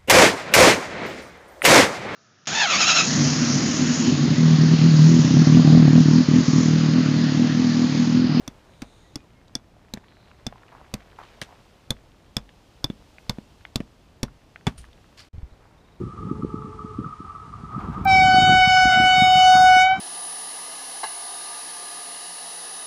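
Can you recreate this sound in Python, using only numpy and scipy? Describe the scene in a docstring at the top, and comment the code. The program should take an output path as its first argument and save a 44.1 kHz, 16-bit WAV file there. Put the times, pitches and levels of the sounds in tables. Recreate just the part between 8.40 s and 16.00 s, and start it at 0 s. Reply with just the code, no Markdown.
"""A metal tent stake is hammered into hard ground with the back of a hatchet at a forest campsite.
Each blow is a short clink of dying tones, choked by the soil, over crackling noise and a low thud.
Some blows bounce, and two land in the gravel as bursts of noise. Shaped noise makes the feet shuffling
on dirt, the clicking pebbles and the air in the trees; gliding pure tones make the far birds.
Late on, the sound nearly vanishes for an instant; dull bumps of low, dying tones follow."""
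import sys
import numpy as np
from scipy import signal
from scipy.fft import rfft, irfft
from scipy.io import wavfile
from scipy.ndimage import uniform_filter1d

SR = 44100
rng = np.random.default_rng(int(sys.argv[2]) if len(sys.argv) > 2 else 0)


def to_wav(s):
    """Save 16-bit WAV."""
    ch = np.atleast_2d(s).T  # columns
    pcm = np.round(np.clip(ch, -1, 1) * 32767)  # PCM
    wavfile.write(sys.argv[1], SR, pcm.astype(np.int16))


N = 335160
T = np.arange(SR // 3) / SR  # time since a short sound began [s]

# blows on the stake, generally growing stronger;
# strength, stake tone and tick columns, all in dB, adjust the part levels
# (time [s], strength [dB], soil knock pitch [Hz], lowest stake tone [dB], upper stake tones [dB],
#  centre of the upper tones [Hz], contact tick [dB])
STAKE_BLOWS = [(0.0775, -9, 245, -5.5, -4, 5800, -1.5), (0.4194, -8, 264, -23, -15, 6300, -6),
               (0.7568, -8.5, 267, -8.5, 0.5, 5240, 0), (1.1526, -8, 259, 2, 7, 5370, 5.5),
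               (1.5373, -8, 198, -13, -3, 3950, 2), (2.0661, -3.5, 233, -2.5, -3, 5270, -6.5),
               (2.539, -2.5, 207, -19, -13, 6300, 0), (3.5052, -1, 212, 1, -3.5, 4330, 3),
               (3.9666, 0, 224, -1, -0.5, 5000, -0.5), (4.4424, -1.5, 267, 4.5, 0.5, 4870, 1),
               (4.8953, 0, 209, -4.5, -3, 4700, -2), (5.3574, 0.5, 214, -7, -3, 4220, 1.5),
               (5.8307, 1.5, 230, -13.5, -12.5, 4280, -0.5)]
# blows that land in the gravel
# (time [s], soil thump [dB], crunch [dB], crunch pitch [Hz], lowest stake tone [dB])
GRAVEL_BLOWS = [(3.0154, -42.5, -36.5, 1890, -61.5), (6.2678, -20, -30, 927, -33.5)]
# the hatchet drops back after a blow (time [s], soil knock [dB], grit [dB], lowest stake tone [dB])
HATCHET_BOUNCES = [(1.5726, -43, -46, -65), (4.4999, -30.5, -42.5, -48), (4.9841, -35, -47, -77),
                   (5.4029, -30, -41, -76)]
# the clearest clicks: pebbles, and the hatchet rattling at the top of its backswing # about 0.11 s before the
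# blows at 4.90, 5.36 and 6.27 s (time [s], level [dB], pitch [Hz])
CLEAR_CLICKS = [(1.0808, -64, 4300), (1.914, -56, 1490), (2.1248, -48.5, 885), (2.1575, -53.5, 990),
                (2.233, -55, 1140), (2.3498, -49, 990), (2.4126, -52.5, 902), (4.0912, -56.5, 2080),
                (4.783, -50.5, 1900), (5.2508, -43.5, 1910), (5.882, -55, 990), (6.1595, -45.5, 1960),
                (6.4418, -54.5, 1430), (6.53, -60.5, 3000)]
# scuffs of shoes, clothes and hatchet on the dirt; t60 is the time to fade by 60 dB
# (time [s], level before flutter [dB], rise [s], t60 [s], centre [Hz], width [octaves])
DIRT_SCUFFS = [(2.31, -52, 0.011, 0.66, 870, 0.83), (2.782, -42.5, 0.0054, 0.23, 870, 1.2),
               (2.798, -58.5, 0.026, 1, 2350, 1.3), (3.06, -54, 0.036, 0.37, 800, 0.89),
               (6.372, -52, 0.0051, 0.16, 9260, .08), (6.376, -50.5, 0.0021, 0.22, 2780, 4.4),
               (6.768, -51.5, 0.033, 0.15, 4640, 0.33), (6.765, -50, 0.028, 0.2, 1850, 2.5),
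               (7.15, -61, 0.065, 0.62, 700, 1.5)]
# ringing tones of the stake before the soil grips it, lowest first (pitch [Hz], relative level [dB], t60 [s])
STAKE_TONES = [(3467, 0, 0.023), (4000, 5, 0.0091), (4253, 3.5, 0.0065), (4610, -8, 0.008),
               (5030, -1.5, 0.012), (5420, 1, 0.0061), (5980, 3, 0.011), (6090, -20, 0.0053),
               (8150, 12, 0.015)]
# soil under the stake (pitch [Hz], relative level [dB], t60 [s])
SOIL_THUMP = [(47.5, -19, 0.45), (117.8, 2.5, 0.035)]
# soil under the hatchet's head (pitch [Hz], relative level [dB], t60 [s])
HEAD_THUMP = [(52.7, -20, 0.098), (124, 4.5, 0.029), (160, 1.5, 0.033), (243, -6, 0.042), (380, -10, 0.032)]
# colour of the grit around the shaft (frequency [Hz], relative level per Hz [dB])
GRIT_COLOUR = [(150, 1), (330, 5.5), (420, 6.5), (560, 8), (780, 4.5), (1030, 3), (1500, -2.5), (2400, -12),
               (6000, -14), (15000, -49)]
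# colour of softer grit (frequency [Hz], relative level per Hz [dB])
SOFT_GRIT_COLOUR = [(100, 2.5), (600, 8), (1200, -7), (2200, -5), (4000, -21), (8000, -31.5), (16000, -46)]
# colour of the steel contact tick (frequency [Hz], relative level per Hz [dB])
TICK_COLOUR = [(1500, -7), (2800, -15.5), (4000, 1.5), (6500, -0.5), (9000, -9), (10200, -9.5),
               (12500, -7.5), (14500, -20.5), (16500, -21.5)]
# colour of the forest air (frequency [Hz], relative level per Hz [dB])
AIR_COLOUR = [(15, -36), (25, -4), (49, -2), (108, -3.5), (161, -7.5), (277, -11), (560, -14), (607, -14),
              (887, -16.5), (1610, -23.5), (2160, -24.5), (2840, -26.5), (5000, -30.5), (14000, -46),
              (16000, -45)]
# fading of the outdoor reflections (frequency [Hz], t60 [s])
SCATTER_FADE = [(60, 0.39), (250, 0.22), (1000, 0.18), (4000, 0.079), (14000, 0.061)]
# drift of the air before the near silence; small lifts are added (time [s], rush [dB], hiss [dB])
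BREEZE_DRIFT = [(0.0, -56.5, -64.5), (0.41, -60, -67), (1.23, -62.5, -70), (2.44, -59.5, -66.5),
                (3.08, -57.5, -64), (3.26, -60, -65), (3.75, -62, -67.5), (4.85, -60.5, -63),
                (5.75, -62.5, -68), (6.7, -61.5, -65.5)]
# the near silence (start [s], end [s])
QUIET_SPAN = (6.888, 6.93)
# faint airy hissing (time [s], length [s], centre [Hz], level at the fullest [dB])
AIRY_WISPS = [(0.092, .9, 3750, -66.5), (0.101, .9, 6650, -72.5), (0.156, 0.69, 8850, -74.5),
              (1.507, 0.59, 3970, -68.5)]
# dull bumps, all raised further by one shared lift (time [s], relative level [dB], pitch [Hz], t60 [s])
DULL_BUMPS = [(6.376, -44, 59, 0.36), (6.935, -35.5, 74.5, 0.15), (6.979, -24.5, 75, 0.047),
              (7.029, -29, 54.7, 0.091), (7.12, -39.5, 60, 0.052)]
# a far bird's level whistles (time [s], pitch [Hz])
BIRD_WHISTLES = [(0.626, 1940), (0.763, 2460), (0.937, 2150)]
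# another bird's twitters (start [s], end [s], typical starting pitch of the notes [Hz])
BIRD_TWITTERS = [(7.094, 7.16, 4230), (7.368, 7.571, 3830)]
# snaps underfoot, before each varies in size (pitch [Hz], smallest level [dB])
DRY_SNAPS = [(600, -71.5), (1050, -72.5), (1700, -72), (2900, -76)]

# part levels of a blow, before its own strength and columns are added [dB]
TICK_DB, CLACK_DB, STAKE_DB, GRIT_DB, THUMP_DB, KNOCK_DB = -35, -43.5, -30.5, -35, -28, -33
# growth with strength [dB per dB]: the deep thump grows fastest, the knock slowest
THUMP_GROWTH, KNOCK_GROWTH = 1.28, 0.46
# change per dB of stake ring [dB per dB]: a glancing blow clacks and knocks instead
CLACK_PER_RING, KNOCK_PER_RING = -0.18, -0.067
# the feet shift once: middle and half length [s]
SHIFT_S, SHIFT_HALF_S = 2.4, .7
# the steady rumble, and the air from the near silence on [dB]
RUMBLE_DB, LATE_RUSH_DB, LATE_HISS_DB = -56, -60, -69
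# lifts added to the drifting rush and hiss [dB]
RUSH_LIFT_DB, HISS_LIFT_DB = .5, 0.1
WHISTLE_S, WHISTLE_DB = .072, -64.5
# twitter notes: average gap [s], length [s], fall as a share of pitch, level [dB]
NOTE_GAP_S, NOTE_S, NOTE_FALL, NOTE_DB = .037, .022, .1, -66
# small pebbles: resting click rate (shifting feet add up to 1), middle level [dB] and pitch [Hz]
SMALL_AT_REST, SMALL_DB, SMALL_HZ = 0.15, -64.5, 1800
EDGE_HZ = 15300  # treble limit


def gain_of(db):
    """Turns decibels into amplitude."""
    return 10 ** (np.asarray(db) / 20)


def read(points, hz):
    """Reads between a table's points, with pitch spaced roughly as the ear hears it."""
    f, value = np.transpose(points)
    return np.interp(np.log(hz + 1), np.log(f + 1), value)


def add(mix, s, sound):
    """Lays a sound into the mix at time s."""
    part = mix[max(round(s * SR), 0):][:len(sound)]
    part += sound[:len(part)]


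def noise(spectrum, size, lo=0, hi=SR):
    """Noise of average (rms) level 1 with the given colour, kept between two edges in Hz."""
    hz = np.fft.rfftfreq(size, 1 / SR)
    white = rfft(rng.standard_normal(size))
    x = irfft(white * gain_of(read(spectrum, hz)) * (hz >= lo) * (hz < hi), size)
    return x / x.std()


def swell(t, rise, t60):
    """A loudness curve that rises softly, then dies away."""
    return (1 - np.exp(-(t / rise) ** 2)) * gain_of(-60 * t / t60)


def sized(x, db):
    """Gives a short sound the energy of 25 ms at this level."""
    return gain_of(db) * x / np.sqrt(np.sum(x ** 2) / (SR / 40) + 1e-20)


def ring(modes, rise, spread, scramble=0):
    """Dying tones; pitch shifts a little every time, and a rough contact scrambles where waves start."""
    out = np.zeros(len(T))
    for hz, db, t60 in modes:
        turns = hz * (1 + spread * rng.standard_normal()) * T + scramble * rng.random()
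        out += gain_of(db) * swell(T, rise, t60) * np.sin(2 * np.pi * turns)
    return out


def burst(spectrum, rise, t60, tail_db, tail_t60):
    """A crack of noise, followed by a tail of crumbs that settle in clumps."""
    crumbs = np.sqrt(uniform_filter1d(rng.exponential(1, len(T)) ** 4, 40).clip(0) / 24)
    tail = gain_of(tail_db) * crumbs * swell(T, 2 * rise, tail_t60)
    return noise(spectrum, len(T)) * (swell(T, rise, t60) + tail)


def hump(hz, octaves, skirt_db):
    """Colour of one broad resonance with shallow skirts; the highest treble rolls off."""
    f = np.geomspace(60, SR / 2, 200)
    skirts = -skirt_db * np.log10(1 + (np.log2(f / hz) / octaves) ** 2)
    return np.column_stack([f, skirts - 8.3 * (f / 12000) ** 4])


def rebound(x, delay, share):
    """What was struck springs back and makes a second contact, a delayed copy."""
    return x + share * np.interp(T - delay, T, x, left=0)


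def forest():
    """Soft air in the trees: a steady rumble under a rush and a hiss that drift in level."""
    s, rush_db, hiss_db = np.transpose(BREEZE_DRIFT)
    t = np.arange(N) / SR
    late = t > QUIET_SPAN[0]
    rumble = noise(AIR_COLOUR, N, 0, 350)
    rush = noise(AIR_COLOUR, N, 350, 2500)
    hiss = noise(AIR_COLOUR, N, 2500, SR)
    rush *= gain_of(np.where(late, LATE_RUSH_DB, np.interp(t, s, rush_db) + RUSH_LIFT_DB))
    hiss *= gain_of(np.where(late, LATE_HISS_DB, np.interp(t, s, hiss_db) + HISS_LIFT_DB))
    return gain_of(RUMBLE_DB) * rumble + rush + hiss


def clink(low_db, upper_db, centre_hz):
    """Where the head lands decides which upper tones ring; the soil grips the shaft and chokes them."""
    favoured = hump(centre_hz, octaves=0.091, skirt_db=19)
    upper = [(hz, db + read(favoured, hz), t60) for hz, db, t60 in STAKE_TONES[1:]]
    grip = 1 / (1 + (T / .012) ** 2)
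    lowest = sized(grip * ring(STAKE_TONES[:1], rise=0.0015, spread=0.013), low_db)
    return lowest + sized(grip * ring(upper, rise=0.00047, spread=0.014, scramble=0.86), upper_db)


def hammering():
    """Steel meets steel: a chattering tick, the head's clack, the choked stake, grit and soil thud."""
    out = np.zeros(N)
    for s, strength_db, knock_hz, ring_db, upper_db, centre_hz, tick_db in STAKE_BLOWS:
        tick = burst(TICK_COLOUR, rise=0.00074, t60=0.0075, tail_db=-21.0, tail_t60=0.028)
        tick = rebound(tick, delay=0.0011, share=1.0)
        clack_colour = hump(2290, octaves=0.23, skirt_db=14.0)
        clack = burst(clack_colour, rise=0.0002, t60=0.014, tail_db=-21, tail_t60=0.081)
        head = sized(tick, TICK_DB + tick_db) + sized(clack, CLACK_DB + CLACK_PER_RING * ring_db)

        grit = burst(GRIT_COLOUR, rise=0.00026, t60=0.015, tail_db=-9.5, tail_t60=0.083)
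        stake = gain_of(STAKE_DB) * clink(ring_db, upper_db, centre_hz) + sized(grit, GRIT_DB)

        thump = rebound(ring(SOIL_THUMP, rise=0.00062, spread=0.018), delay=0.0076, share=0.31)
        knock = ring([(knock_hz, 0, .028)], rise=0.0057, spread=0.06)
        knock = rebound(knock, delay=0.00937, share=0.13)
        soil = sized(thump, THUMP_DB + THUMP_GROWTH * strength_db)
        soil += sized(knock, KNOCK_DB + KNOCK_GROWTH * strength_db + KNOCK_PER_RING * ring_db)
        add(out, s, gain_of(strength_db) * (head + stake) + soil)
    return out


def scatter(x):
    """Reflections from tent, vehicle and trees: random sparse echoes whose treble dies first."""
    taps = rng.standard_normal(SR // 2) * (rng.random(SR // 2) < 2500 / SR)  # about 2500 echoes per second
    hz, t, z = signal.stft(taps, SR, nperseg=256)
    fade = gain_of(-60 * t / read(SCATTER_FADE, hz)[:, None])
    tail = signal.istft(z * fade, SR, nperseg=256)[1]
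    tail *= 1 - np.exp(-(np.arange(len(tail)) / SR / 0.0057) ** 4)  # hold back the first few ms
    return signal.fftconvolve(x, tail / np.linalg.norm(tail))[:N]


def shifting(t):
    """How much the feet are moving, 0-1."""
    return np.exp(-((t - SHIFT_S) / SHIFT_HALF_S) ** 2)


def crackle():
    """Dry needles and crumbs snap underfoot as tiny dying tones, most while the feet shift."""
    moving = shifting(np.arange(N) / SR)
    out = np.zeros(N)
    for hz, db in DRY_SNAPS:
        sizes = gain_of(3 * np.minimum(rng.exponential(1, N), 3))
        snaps = (rng.random(N) < (5 + 60 * moving) / SR) * sizes  # 5 to 65 snaps per second
        snap = sized(ring([(hz, 0, 4 / hz)], rise=0.00024, spread=.02), db)
        out += signal.oaconvolve(snaps, snap)[:N]
    return out


def wisps():
    """Narrow bands of hiss that swell and fade."""
    out = np.zeros(N)
    for s, length, hz, db in AIRY_WISPS:
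        fade = np.hanning(round(length * SR))
        hiss = noise(hump(hz, octaves=0.13, skirt_db=21), N)[:len(fade)]
        add(out, s, gain_of(db) * fade * hiss)
    return out


def note(length, hz, fall):
    """A pure bird note that bends down by a share of its pitch."""
    u = np.linspace(0, 1, round(length * SR))
    turns = np.cumsum(hz * (1 - fall * u ** 2)) / SR
    return np.sin(np.pi * u) * np.sin(2 * np.pi * turns)


def birds():
    """A few level whistles, then twitters of short notes that bend downward."""
    out = np.zeros(N)
    for s, hz in BIRD_WHISTLES:
        add(out, s, gain_of(WHISTLE_DB) * note(WHISTLE_S, hz, 0))
    for start, end, hz in BIRD_TWITTERS:
        for s in np.arange(start, end, NOTE_GAP_S):
            late, sharp = rng.standard_normal(2)  # uneven timing and pitch
            tweet = note(NOTE_S, hz * (1 + 0.044 * sharp), NOTE_FALL)
            add(out, s + 0.0071 * late, gain_of(NOTE_DB) * tweet)
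    return out


def pebble(db, hz):
    """One hard little click, of stone on stone or a rattling hatchet, with a faint knock on the soil."""
    click = burst(hump(hz, octaves=0.7, skirt_db=38), rise=0.00052, t60=0.012, tail_db=-33.5, tail_t60=.05)
    soil = ring([(710, 0, 0.013)], rise=.0005, spread=0.086)
    return sized(click, db) + sized(soil, db - 11.5)


def small_pebbles(count=14):
    """Small stones click at random, most while the feet shift."""
    t = np.arange(N) / SR
    due = np.cumsum(SMALL_AT_REST + shifting(t))  # clicks crowd where this climbs fastest
    out = np.zeros(N)
    for k, (when, size, pitch) in enumerate(rng.random((count, 3))):
        s = np.interp((k + when) / count, due / due[-1], t)
        add(out, s, pebble(SMALL_DB + 6 * (size - .5), SMALL_HZ * 2 ** (1.5 * (pitch - .5))))
    return out


def dirt():
    """Pebbles knock together and the hatchet rattles on its backswing; soles and steel drag over grainy soil as
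    fluttering noise."""
    out = np.zeros(N)
    for s, db, hz in CLEAR_CLICKS:
        add(out, s, pebble(db, hz))
    t = np.arange(SR) / SR
    for s, db, rise, t60, hz, octaves in DIRT_SCUFFS:
        grains = uniform_filter1d(rng.standard_normal(SR), 150)
        flutter_db = 3.7 * grains / grains.std()
        stroke = swell(t, rise, t60)
        drag = noise(hump(hz, octaves, skirt_db=45.0), SR)
        add(out, s, gain_of(db + flutter_db) * stroke / stroke.max() * drag)
    return out


def bounces():
    """The head falls back softly: mostly soil, a faint tick, little metal."""
    out = np.zeros(N)
    for s, knock_db, grit_db, low_db in HATCHET_BOUNCES:
        knock = sized(ring([(202, 0, 0.022)], rise=0.0016, spread=0.017), knock_db)
        grit = burst(SOFT_GRIT_COLOUR, rise=0.00053, t60=.028, tail_db=-29, tail_t60=0.055)
        tick_colour = hump(3200, octaves=1.34, skirt_db=28)
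        tick = burst(tick_colour, rise=0.00036, t60=0.0076, tail_db=-16, tail_t60=0.12)
        metal = sized(ring(STAKE_TONES[:1], rise=0.0011, spread=0.0043), low_db)
        add(out, s, knock + sized(grit, grit_db) + sized(tick, grit_db - 18.5) + metal)
    return out


def misses():
    """The head sinks into gravel: a crack, stones that ring and give way in two steps, a slow deep thump."""
    out = np.zeros(N)
    for s, thump_db, crunch_db, crunch_hz, low_db in GRAVEL_BLOWS:
        crack_colour = hump(2 * crunch_hz, octaves=2.7, skirt_db=35)
        crack = sized(burst(crack_colour, rise=.0001, t60=0.0024, tail_db=-32, tail_t60=0.022), -45.5)
        stone_colour = hump(crunch_hz, octaves=2.22, skirt_db=38.5)
        stones = burst(stone_colour, rise=0.00031, t60=0.021, tail_db=-14, tail_t60=0.11)
        stones = rebound(sized(stones, crunch_db), delay=0.0096, share=0.34)
        struck = sized(ring([(crunch_hz, 0, .025)], rise=0.00092, spread=.005), crunch_db - 4)
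        earth = burst(SOFT_GRIT_COLOUR, rise=0.0044, t60=0.035, tail_db=-16, tail_t60=0.052)
        thump = sized(ring(HEAD_THUMP, rise=0.01, spread=0.012), thump_db)
        metal = sized(ring(STAKE_TONES[:1], rise=0.0038, spread=.005), low_db)
        add(out, s, crack + stones + struck + sized(earth, crunch_db - 6) + thump + metal)
    return out


def bumps():
    """Dull bumps that wobble briefly: a low tone with one near double and one at half its pitch."""
    out = np.zeros(N)
    for s, db, hz, t60 in DULL_BUMPS:
        tones = [(hz, 0, t60), (1.95 * hz, -6, t60 / 2), (.5 * hz, -7, t60)]
        add(out, s, gain_of(db + 8.5) * ring(tones, rise=0.0045, spread=0.025))
    return out


def scene():
    """The work on the ground, its faint reflections, and the forest around it."""
    work = hammering() + misses() + bounces() + dirt() + small_pebbles() + crackle()
    around = forest() + wisps() + bumps() + birds()
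    return (work + gain_of(-24.5) * scatter(work) + around)[None]


def record(dry):
    """The level drops by 40 dB for an instant; a filter removes the highest treble throughout."""
    t = np.arange(N) / SR
    quiet = 1. * ((t > QUIET_SPAN[0]) & (t < QUIET_SPAN[1]))
    muted = uniform_filter1d(quiet, 200)  # soften the edges
    treble_limit = signal.firwin(255, EDGE_HZ, window=("kaiser", 9), fs=SR)
    return signal.oaconvolve(dry * gain_of(-40 * muted), treble_limit[None], "same")


dry = scene()
out = record(dry)
to_wav(out)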